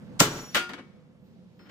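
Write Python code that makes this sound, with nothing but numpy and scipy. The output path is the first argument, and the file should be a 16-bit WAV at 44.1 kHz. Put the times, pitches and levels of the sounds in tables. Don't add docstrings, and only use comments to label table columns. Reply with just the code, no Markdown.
import sys
import numpy as np
from scipy import signal
from scipy.io import wavfile

SR = 44100
rng = np.random.default_rng(int(sys.argv[2]) if len(sys.argv) > 2 else 0)


def store_pcm(level_fs):
    pcm = np.round(np.clip(level_fs, -1, 1) * 32767).astype(np.int16)
    wavfile.write(sys.argv[1], SR, np.atleast_2d(pcm).T)


def gain_from_db(level_db):
    decades = np.asarray(level_db, float) / 20
    return 10 ** decades


N = 74970
SIDES = np.array([[1], [-1]])

# (pitch [Hz], level [dB per Hz])
YARD_COLOUR = [(15, -45.5), (25, -34.5), (70, -15), (190, 8.5), (256, -8), (516, -10), (818, -23),
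               (14000, -51), (16000, -65)]
YARD_EARLY_COLOUR = [(15, -76), (25, -37.5), (74, -4), (200, 4), (439, -20), (489, -15), (14000, -53),
                     (16000, -66)]
# (pitch [Hz], likeness [0 to 1])
YARD_LIKENESS = [(60, 1), (200, 0.3), (950, 0.2), (3770, .1), (15000, 0.091)]
# (pitch [Hz], width [Hz], level over the rumble [dB])
HUM = [(90, 30, -10), (150.3, 14, -8.5), (180, 30, -4), (504, 10, -11.5)]
# (time [s], level [dB])
RUSTLE = [(0, -84), (.6, -51), (1.0, -80.5), (1.2, -88), (1.27, -74), (1.7, -75.5)]

# (time [s], level [dB], rise [s], fall [s], tilt [dB per octave])
BLOW = [
    (.199, -27, 0.002, 0.0046, 2.5),
    (.2033, -17.5, .0007, 0.0013, 5),
    (.207, -13, 0.0015, 0.0037, -2.9),
    (.222, -26.5, .004, 0.027, 1.07),
    (.275, -40, .01, .02, -3.5),
    (.33, -46, 0.013, 0.019, -3.5),
    (.385, -43.5, 0.031, .03, -1.5),
    (.435, -51.5, 0.0089, 0.06, -3),
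]
# (pitch [Hz], level [dB per Hz])
BLOW_COLOUR = [(40, -31), (130, 0), (420, -4), (1400, -4.5), (7000, -10.5), (11500, -30), (14000, -29),
               (16500, -28.5)]
# (pitch [Hz], level [dB], 60 dB decay [s])
BLOW_MODES = [(110, -10, 0.045), (143.8, -12.5, 0.25), (174.5, -21.5, .1), (312.3, -27, 0.48),
              (422.5, -8.5, 0.23), (582, -12, .07), (1073, -17, 0.2), (1364, -1.5, 0.052),
              (1460, -22.5, .5), (2810, -28, 0.29), (6324, -19.5, 0.058), (7500, -17.5, .1)]
# (pitch [Hz], 60 dB decay [s])
PLATE_T60 = [(60, 0.13), (200, 0.9), (600, .3), (2000, .3), (5000, 0.087), (9000, .16), (12000, .1),
             (16000, .1)]
# (pitch [Hz], phase [rad])
PLATE_TURN = [(60, 0.15), (150, 0.1), (400, 0.62), (1200, 1.1), (3000, 5.4), (16000, 1.3)]

# (take-off [s], landing [s])
FLIGHT_S = (.204, .547)
# (pitch [Hz], level [dB], 60 dB decay [s])
BLOCK_MODES = [(5669, -34.5, 1.1), (6794, -39, .9), (10940, -52, 1.1), (14380, -47, 1.4)]
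# (time [s], level [dB], rise [s], fall [s])
SIZZLE = [
    (.21, -27.5, 0.0033, 0.024),
    (.552, -36, 0.00067, 0.018),
    (.693, -65, 0.0023, 0.014),
    (1.27, -81.5, 0.026, .05),
    (1.66, -79.5, .05, .05),
]

# (time [s], level [dB], rise [s], fall [s], tilt [dB per octave])
LANDING = [
    (.5465, -17, 0.00031, 0.002, 4),
    (.555, -12.5, 0.0038, 0.012, 1.9),
    (.572, -21.5, 0.0037, 0.035, 2.87),
    (.692, -28, 0.00044, 0.018, -1),
    (.734, -26.5, 0.00038, 0.0098, 0.2),
    (.793, -35.5, 0.0095, 0.012, -2.5),
    (.85, -55.5, 0.025, 0.2, -2.6),
]
# (pitch [Hz], level [dB per Hz])
LANDING_COLOUR = [(90, -53), (210, -9), (854, -19), (1450, -12.5), (3470, -20.5), (11500, -46),
                  (14000, -67), (16500, -35)]
# (pitch [Hz], level [dB], 60 dB decay [s])
LANDING_MODES = [(222, -20, .08), (350, -24, .15), (570, -26, .06), (5200, -30, .06), (1665, -26, .1),
                 (1960, -25, .13), (2286, -28, .1), (2422, -35, .2), (4265, -33, .06), (4764, -33, .25),
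                 (6450, -30, .06)]
# (pitch [Hz], level [dB], 60 dB decay [s], struck at [s])
CLANG = (1421, -23.5, .42, .556)
# (time [s], level [dB], rise [s], fall [s], tilt [dB per octave])
SLIDE = [
    (1.592, -48, 0.00033, 0.06, -2.7),
    (1.67, -50, 0.008, 0.021, -2.3),
    (1.698, -42, 0.0033, 0.0087, -0.7),
]
# (pitch [Hz], level [dB], 60 dB decay [s])
SLIDE_MODES = [(350, -16, .15), (1421, -18, .2), (1880, -22, .06), (2600, -22, .04), (3100, -14, .05),
               (4265, -18, .25), (5200, -19, .25)]
# (after blow [s], after landing [s], after slide [s])
SETTLE_S = (.43, .7, 1.8)
SETTLE_FALL_S = .05


def rms_one(x):
    return x / np.sqrt(np.mean(x ** 2) + 1e-20)


def at_hz(points, hz):
    table_hz, values = np.array(points)[:, 0], np.array(points)[:, 1]
    return np.interp(np.log(hz), np.log(table_hz), values)


def drift(rate_hz):
    r = np.exp(-2 * np.pi * rate_hz * 40 / SR)
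    white = rng.standard_normal(N // 40 + 2002)
    slow = signal.lfilter([1], [1, -2 * r, r * r], white)[2000:]
    return np.interp(np.arange(N) / 40, np.arange(len(slow)), rms_one(slow))


def push(rows, t):
    shapes = []
    for start, db, rise, fall, *_ in rows:
        power = np.where(t < start, -((t - start) / rise / 2) ** 2, (start - t) / fall)
        shapes.append(gain_from_db(db) * np.exp(power))
    return np.array(shapes)


def brightness(tilt_db, hz):
    return gain_from_db(tilt_db * np.log2(max(hz, 250) / 1000))


def ring(force, hz, t60, turn):
    pole = gain_from_db(-60 / (t60 * SR)) * np.exp(2j * np.pi * hz / SR)
    z = signal.lfilter([1], [1, -pole], force + 1e-18)
    return np.array([z.imag, (z * np.exp(1j * turn)).imag])


def bands(low=30):
    edges = low * 2 ** np.arange(0, 9.1, 1 / 3)
    filters = []
    for a, b in zip(edges, edges[1:]):
        filters.append((np.sqrt(a * b), signal.butter(2, [a, b], "band", fs=SR, output="sos")))
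    return filters


def widen(mid, side, alike):
    return np.sqrt(1 + alike) * mid + np.sqrt(1 - alike) * side * SIDES


def yard():
    drop_s, fall_s = .2, .2
    warm_up = SR // 4
    early = np.exp(-np.maximum(np.arange(N) / SR - drop_s, 0) / fall_s)
    out, white = 0, rng.standard_normal((2, 2, N + warm_up))
    for k, (hz, sos) in enumerate(bands(22)):
        mid, side = signal.sosfilt(sos, white[k % 2])[:, warm_up:]
        alike = np.clip(at_hz(YARD_LIKENESS, hz), 0, 1)
        colour_db = (1 - early) * at_hz(YARD_COLOUR, hz) + early * at_hz(YARD_EARLY_COLOUR, hz)
        out = out + gain_from_db(colour_db + 2.5 * drift(9)) * widen(mid, side, alike)
    out = rms_one(out)
    for hz, width_hz, db in HUM:
        r = np.exp(-np.pi * width_hz / SR)
        resonance = [1, -2 * r * np.cos(2 * np.pi * hz / SR), r * r]
        hum = signal.lfilter([1, 0, -1], resonance, rng.standard_normal(N + SR))[SR:]
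        out = out + gain_from_db(db - 5 * early) * rms_one(hum)
    level_db, early_gain_db, pan_db = -55.5, 13, -1.3
    left, right = gain_from_db(level_db + early_gain_db * early + pan_db * SIDES) * out
    lag_s = 1.6e-4
    return np.array([np.roll(left, int(lag_s * SR)), right])


def rustle():
    sos = signal.butter(2, [1500, 5066], "band", fs=SR, output="sos")
    level_db = np.interp(np.arange(N) / SR, *np.transpose(RUSTLE)) + 0.5 * drift(15)
    return gain_from_db(level_db) * rms_one(signal.sosfilt(sos, rng.standard_normal((2, N))))


def mode_crowd(grit, tilt, colour, draws):
    level_db, spread_db = -23.5, 2
    out, count = 0, len(draws)
    for hz, d in zip(16000 * np.linspace(.06, 1, count) ** 1.6, draws):
        hz = hz * (1 + 0.009 * d[0])
        t60 = at_hz(PLATE_T60, hz) * np.exp(.2 * d[1])
        gain = gain_from_db(level_db + at_hz(colour, hz) + spread_db * d[2]) * (hz / 1000) ** 0.42
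        force = brightness(tilt, hz) * d[4:] @ grit
        out = out + gain * ring(force, hz, t60, at_hz(PLATE_TURN, hz) * d[3])
    return out


def strong_modes(modes, shapes, grit, tilt, choke, draws):
    grit_share = .7
    peaks = shapes == shapes.max(axis=1, keepdims=True)
    knocks = grit_share * grit + shapes * peaks
    out = 0
    for (hz, db, t60), d in zip(modes, draws):
        turn = at_hz(PLATE_TURN, hz) * d[3] / 2
        out = out + gain_from_db(db) * choke * ring(brightness(tilt, hz) @ knocks, hz, t60, turn)
    return out


def crack_and_rattle(shapes, tilt, colour):
    crack_db, rattle_db = -6.5, -33.5
    shorter = 0.36
    out, white = 0, rng.standard_normal((2, 2, shapes.shape[1]))
    for k, (hz, sos) in enumerate(bands()):
        crack = brightness(tilt, hz) @ shapes
        keep = gain_from_db(-2 * 60 / (shorter * at_hz(PLATE_T60, hz) * SR))
        tail = np.sqrt(signal.lfilter([1e-2], [1, -keep], crack ** 2))
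        loudness = gain_from_db(rattle_db) * tail + gain_from_db(crack_db) * crack
        mid, side = signal.sosfilt(sos, white[k % 2] * 10 * loudness)
        alike = np.exp(-at_hz(PLATE_TURN, hz) ** 2 / 2)
        out = out + gain_from_db(at_hz(colour, hz)) * widen(mid, side, alike)
    return out


def plate(rows, colour, modes, settle_s, count, span):
    first, last = int(span[0] * SR), min(int(span[1] * SR), N)
    t = np.arange(first, last) / SR
    shapes, tilt = push(rows, t), np.array(rows)[:, 4]
    grit = shapes * rng.standard_normal(shapes.shape) / 10
    draws = rng.standard_normal((count, 4 + len(rows)))
    choke = np.exp(-np.maximum(t - settle_s, 0) / SETTLE_FALL_S)
    out = mode_crowd(grit, tilt, colour, draws)
    out = out + strong_modes(modes, shapes, grit, tilt, choke, draws)
    out = out + crack_and_rattle(shapes, tilt, colour)
    return np.pad(out, ((0, 0), (first, N - last)))


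def blow():
    return plate(BLOW, BLOW_COLOUR, BLOW_MODES, SETTLE_S[0], count=240, span=(.17, .85)) * gain_from_db(.4 * SIDES)


def flying_block():
    spin_hz, spin_depth, clear_s = 22, .55, .09
    take_off, land = FLIGHT_S
    t, out = np.arange(N) / SR, 0
    click = (np.arange(N) == int(take_off * SR)) * 1.
    for (hz, db, t60), d in zip(BLOCK_MODES, rng.uniform(0, 6.28, (len(BLOCK_MODES), 3))):
        spin = 1 + spin_depth * np.sin(2 * np.pi * spin_hz * t + d[1:, None])
        throb = spin * gain_from_db(1.5 * drift(12))
        out = out + gain_from_db(db) * throb * ring(click, hz, t60, d[0] / 4)
    stop = np.exp(-np.maximum(t - land, 0) / .01)
    return out * stop * np.tanh((t - take_off) / clear_s) ** 2


def sizzle():
    sos = signal.butter(4, [12960, 15360], "band", fs=SR, output="sos")
    hiss = rng.standard_normal((2, N)) + rng.standard_normal(N)
    return push(SIZZLE, np.arange(N) / SR).sum(axis=0) * rms_one(signal.sosfilt(sos, hiss))


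def landing():
    return plate(LANDING, LANDING_COLOUR, LANDING_MODES, SETTLE_S[1], count=180, span=(.53, 1.2))


def clang():
    hz, db, t60, start = CLANG
    t = np.arange(N) / SR
    click = (np.arange(N) == int(start * SR)) * 1.
    sung = ring(click, hz, t60, 0.3) * np.tanh((t - start) / .008) ** 2
    choke = .3 + .7 * np.exp(-np.maximum(t - SETTLE_S[1], 0) / SETTLE_FALL_S)
    return gain_from_db(db + 3.0 * drift(14)) * sung * choke


def slide():
    return plate(SLIDE, LANDING_COLOUR, SLIDE_MODES, SETTLE_S[2], count=60, span=(1.5, 1.8))


def scene():
    struck = blow()
    block_on_plate = landing() + slide()
    rumble = yard()
    block_on_plate = (block_on_plate + clang()) * gain_from_db(1.3 * SIDES)
    return struck + block_on_plate + flying_block() + rumble + rustle() + sizzle()


def band_limit(x):
    return signal.sosfilt(signal.butter(12, 16690, fs=SR, output="sos"), x)


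def record(dry):
    rounded = 0.78 * np.tanh(dry / 0.9)
    cut = signal.cheby2(10, 60, 16800, fs=SR, output="sos")
    return band_limit(signal.sosfilt(cut, rounded))


dry = scene()
out = record(dry)
store_pcm(out)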